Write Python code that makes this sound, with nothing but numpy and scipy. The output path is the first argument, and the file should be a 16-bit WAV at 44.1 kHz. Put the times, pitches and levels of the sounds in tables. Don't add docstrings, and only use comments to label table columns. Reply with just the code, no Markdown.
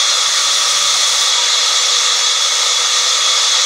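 import sys
import numpy as np
from scipy import signal
from scipy.fft import rfft, irfft, next_fast_len
from scipy.io import wavfile
from scipy.ndimage import uniform_filter1d, map_coordinates

SR = 44100
rng = np.random.default_rng(int(sys.argv[2]) if len(sys.argv) > 2 else 0)


def boost(x):
    u = np.asarray(x, float) / 20
    return 10 ** u


def put_to_file(sound):
    columns = np.atleast_2d(sound).T
    safe = np.clip(columns, -1, 1)
    whole_steps = np.round(safe * 32767)
    wavfile.write(sys.argv[1], SR, whole_steps.astype(np.int16))


N = 160965

# t/s, level/dB
RUN = [
    (0, -15.5),
    (1.2, -15.5),
    (1.8, -15),
    (2.4, -16.5),
    (3.65, -14.5),
]
# lower edge f/Hz, edge sharpness f/Hz, reach upward f/Hz,
# steepness of the upper end, level/dB, sway level/dB
FAMILIES = [(478, 14, 170, 1.55, -23, 1), (1116.4, 16, 268, 4.4, -11.5, 0.5), (1810, 11, 340, 1.2, -19, 2),
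            (2112, 53, 147, 1.6, -18.5, 3.5), (3287, 23, 640, 0.85, -2.5, 0.52),
            (4114, 25, 250, 3.8, -12.5, 1.5), (5260, 110, 690, 0.79, -12.5, 5),
            (6270, 170, 970, 1.2, -10.5, 0.1), (9150, 65, 550, 1.1, -28.5, 2)]
# f/Hz, width f/Hz, cutting level/dB, free level/dB
MODES_OF_BAND = [(301, 15, -58, -65.5), (411, 25, -59, -55), (945.4, 36, -44, -40.5),
                 (1276, 32, -33.5, -35), (1428, 8.5, -42, -53), (1851, 36, -41, -42),
                 (2210, 38, -40.5, -35.5), (2790, 19, -43, -43), (3380, 69, -46, -27), (3920, 40, -36, -28),
                 (5666, 60, -31, -43), (6230, 53, -39, -49), (6830, 45, -43, -47), (9080, 280, -42, -55)]
BAND_DB, MOST_SWAY_DB = -1, 1.3


def band():
    families = np.zeros(N)
    for edge_hz, sharp_hz, reach_hz, steep, db, sway_db in FAMILIES:
        def family_shape(f):
            rise = 1 / (1 + np.exp(np.clip((edge_hz - f) / sharp_hz, -40, 40)))
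            return rise * np.exp(-(np.maximum(f - edge_hz, 0) / reach_hz) ** steep)
        level = boost(db + min(sway_db, MOST_SWAY_DB) * wobble(15))
        families += level * rough(family_shape)
    single = np.zeros(N)
    for hz, wide_hz, cut_db, free_db in MODES_OF_BAND:
        mode = rough(lambda f: 1 / (1 + (2 * (f - hz) / wide_hz) ** 2))
        single += by_load(cut_db, free_db) * mode
    vibration = boost(curve(RUN) + BAND_DB + 1.04 * wobble(16))
    return vibration * patchy(families, patchy_db=0.37) + single


# multiple of the tooth rate, cutting level/dB, free level/dB
TOOTH_ORDERS = [(1, -42.5, -45), (2, -32, -44)]
TOOTH_HZ, TOOTH_WANDER_HZ, TOOTH_SWAY_DB = 578.5, 2.2, 2.2


def tooth_tone():
    wander_hz = TOOTH_WANDER_HZ * (wobble(6) + wobble(30.55))
    lines = np.zeros(N)
    for multiple, cut_db, free_db in TOOTH_ORDERS:
        level = by_load(cut_db, free_db) * boost(TOOTH_SWAY_DB * wobble(9.04))
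        lines += level * tone(TOOTH_HZ, wander_hz, multiple)
    return lines


# t/s, level/dB
BITE = [
    (0, -52.5),
    (.62, -49),
    (.75, -47),
    (1.28, -47),
    (1.34, -60),
    (1.7, -52.5),
    (2.25, -54),
    (2.35, -59),
    (2.45, -53),
    (3.65, -55.5),
]
# f/Hz, level/dB per Hz
GRIT = [(4000, -21), (7000, 0.5), (9000, -2), (10500, -9.5), (12700, -17), (13900, -15), (14700, -17),
        (15750, -17)]
GRIT_OVER_DB = 18.5


def grit():
    fine_grains = unit(uniform_filter1d(rng.standard_normal(N), size=60))
    grains = boost(2.2 * fine_grains + .7 * wobble(14) + .7 * wobble(58.5))
    hiss = rough(lambda f: boost(along(GRIT, f)), patchy_db=-1.0, drive=grains)
    return boost(curve(BITE) + GRIT_OVER_DB) * hiss


# t/s, peak level/dB
CHIPS = [
    (0.3754, -29),
    (0.7634, -34),
    (0.8634, -30),
    (1.2724, -26),
    (2.4204, -27),
    (3.4274, -28),
]
CHIP_T60_S, CHIP_HZ, CHIP_DB = .03, 8000, -4


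def chips():
    t = np.arange(N) / SR
    flares = np.zeros(N)
    for s, db in CHIPS:
        flares += boost(db + CHIP_DB - 60 * np.maximum(t - s, 0) / CHIP_T60_S) * (t >= s)
    return flares * rough(lambda f: boost(along(GRIT, f)) / (1 + (CHIP_HZ / (f + 1)) ** 6))


# t/s, length t/s, level/dB
GROANS = [
    (.26, .1, -58),
    (.43, .13, -57),
    (.71, 0.31, -52),
    (1.057, 0.21, -57),
]
# t/s, level/dB
THUDS = [
    (.47, -56),
    (.9, -54),
    (1.1, -53),
]
GROAN_HZ, GROAN_EDGE_S = 149, 0.028
THUD_HZ, THUD_S = 105, 0.045


def slab():
    t = np.arange(N) / SR
    push = np.zeros(N)
    for s, length_s, db in GROANS:
        push += boost(db) * np.clip(np.minimum(t - s, s + length_s - t) / GROAN_EDGE_S, 0, 1)
    groan = push * boost(1.4 * wobble(11.4)) * tone(GROAN_HZ, 1.5 * wobble(9.5))
    rocking = sum(boost(db) * np.exp(-((t - s) / THUD_S) ** 2) for s, db in THUDS)
    return groan + rocking * tone(THUD_HZ, 8 * wobble(15))


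PING_S, PING_HZ, PING_RISE_S, PING_T60_S, PING_DB = 1.345, 960, 0.034, 0.42, -16


def ping():
    since = np.maximum(np.arange(N) / SR - PING_S, 0)
    rise = 1 - np.exp(-(since / PING_RISE_S) ** 2)
    decay = boost(PING_DB - 60 * since / PING_T60_S)
    return decay * rise * np.sin(2 * np.pi * PING_HZ * since)


# f/Hz, level/dB per Hz
ROAR = [(220, -72), (450, -59.5), (800, -50.5), (1600, -48.5), (2200, -48.5), (3100, -47.5), (6300, -40.5),
        (8500, -57)]
# f/Hz, level/dB per Hz
HUM = [(25, -70), (50, -69.5), (90, -72.5), (120, -65.5), (170, -64.5), (220, -99.5), (400, -100)]
ROAR_DB, HUM_DB = -17.5, -61
WHINE_HZ, WHINE_WANDER_HZ, WHINE_CUT_DB, WHINE_FREE_DB = 489, 2.5, -48, -39
MAINS_HZ, MAINS_DB = 50, -71


def machine():
    run_db = curve(RUN)
    roar = boost(ROAR_DB + run_db - run_db.mean()) * rough(lambda f: boost(along(ROAR, f)), patchy_db=1.25)
    whine_level = by_load(WHINE_CUT_DB, WHINE_FREE_DB) * boost(1.9 * wobble(5.99))
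    whine = whine_level * tone(WHINE_HZ, WHINE_WANDER_HZ * wobble(18))
    hum = boost(HUM_DB) * rough(lambda f: boost(along(HUM, f)), patchy_db=1.3)
    mains = boost(MAINS_DB) * tone(MAINS_HZ, np.zeros(N))
    return roar + whine + hum + mains


RIPPLE_DB, RIPPLE_HZ = 1.1, 22


def shed(x):
    knots = rng.standard_normal(3000)

    def comb(hz):
        ripple = map_coordinates(knots, [hz / RIPPLE_HZ])
        return boost(RIPPLE_DB * np.clip(hz / 1500, 0, 1) * ripple)
    return filtered(x, comb)


# t/s, share 0-1
LOAD = [
    (0, 1),
    (.7, 1),
    (1.25, 0.95),
    (1.33, 0.13),
    (3.65, 0.24),
]


def by_load(cutting_db, free_db):
    return boost(free_db + (cutting_db - free_db) * np.clip(curve(LOAD), 0, 1))


def tone(hz, wander_hz, multiple=1):
    return np.sqrt(2) * np.sin(2 * np.pi * multiple * np.cumsum(hz + wander_hz) / SR)


def rough(response, patchy_db=None, drive=1):
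    x = rng.standard_normal(N) * drive
    if patchy_db is not None:
        x = patchy(x, patchy_db)
    return unit(filtered(x, response))


def patchy(x, patchy_db):
    z = signal.stft(x, nperseg=512)[2]
    field = uniform_filter1d(rng.standard_normal(z.shape), size=6, axis=0)
    field = uniform_filter1d(field, size=8, axis=1)
    return signal.istft(z * boost(patchy_db * unit(field)), nperseg=512)[1][:N]


def filtered(x, response):
    m = next_fast_len(N + 8192)
    return irfft(rfft(x, m) * response(np.fft.rfftfreq(m, 1 / SR)), m)[..., :N]


def wobble(rate):
    return map_coordinates(rng.standard_normal(400), [np.arange(N) * rate / SR])


def curve(rows):
    s, v = np.transpose(rows)
    return np.interp(np.arange(N) / SR, s, v)


def along(points, hz):
    f, v = np.transpose(points)
    octaves_out = np.abs(np.log2((hz + 1) / (np.clip(hz, f[0], f[-1]) + 1)))
    return np.interp(np.log(hz + 1), np.log(f + 1), v) - 30 * octaves_out


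def unit(x):
    return x / np.sqrt(np.mean(x ** 2) + 1e-20)


def scene():
    mono = shed(band() + tooth_tone() + grit() + chips() + slab() + ping() + machine())
    return np.array([mono, mono])


GAIN_CONTROL_S, GAIN_CONTROL_SHARE = 0.13, 0.43


def levelled(x):
    power = np.abs(uniform_filter1d(x ** 2, int(GAIN_CONTROL_S * SR), axis=-1)) + 1e-9
    x = x * (power.mean() / power) ** (GAIN_CONTROL_SHARE / 2)
    return x / (1 + np.abs(x) ** 8) ** (1 / 8)


# f/Hz, width f/Hz, level/dB
MIC_DIPS = [(218, 40, -6), (9080, 170, 3), (13850, 600, -6), (14900, 600, 2.5)]
TOP_HZ = 15720


def microphone(x):
    def response(hz):
        bumps_db = sum(db * np.exp(-((hz - c) / w) ** 2) for c, w, db in MIC_DIPS)
        return boost(bumps_db - .3 * np.maximum(hz - TOP_HZ, 0))
    return filtered(x, response)


# t/s, from f/Hz, to f/Hz
FILLED = [
    (.1524, 4130, 5300),
    (1.592, 4600, 5850),
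    (1.801, 5600, 7000),
    (1.801, 9600, 11100),
    (2.242, 4600, 7000),
    (3.194, 4130, 5300),
    (3.194, 6900, 9000),
    (3.194, 11800, 13800),
    (3.2406, 12400, 15720),
    (3.635, 8200, 9700),
]
PATCH_S = 1024 / 44100


def widened(x):
    t = np.arange(N) / SR
    for s, low_hz, high_hz in FILLED:
        part = filtered(x, lambda hz: (hz > low_hz) & (hz < high_hz))
        fade = np.sin(np.pi / 2 * np.cos(np.pi / 2 * np.clip((t - s) / PATCH_S, -1, 1)) ** 2)
        other = np.array([np.roll(part[0], 5000), np.roll(part[1], 9000)])
        x = x + (np.sqrt(np.abs(1 - fade ** 2)) - 1) * part + fade * other
    return x


def roll_off(x):
    return signal.sosfilt(signal.butter(12, 17090, fs=SR, output="sos"), x)


def record(dry):
    mix = widened(microphone(levelled(dry)))
    return roll_off(mix)


dry = scene()
out = record(dry)
put_to_file(out)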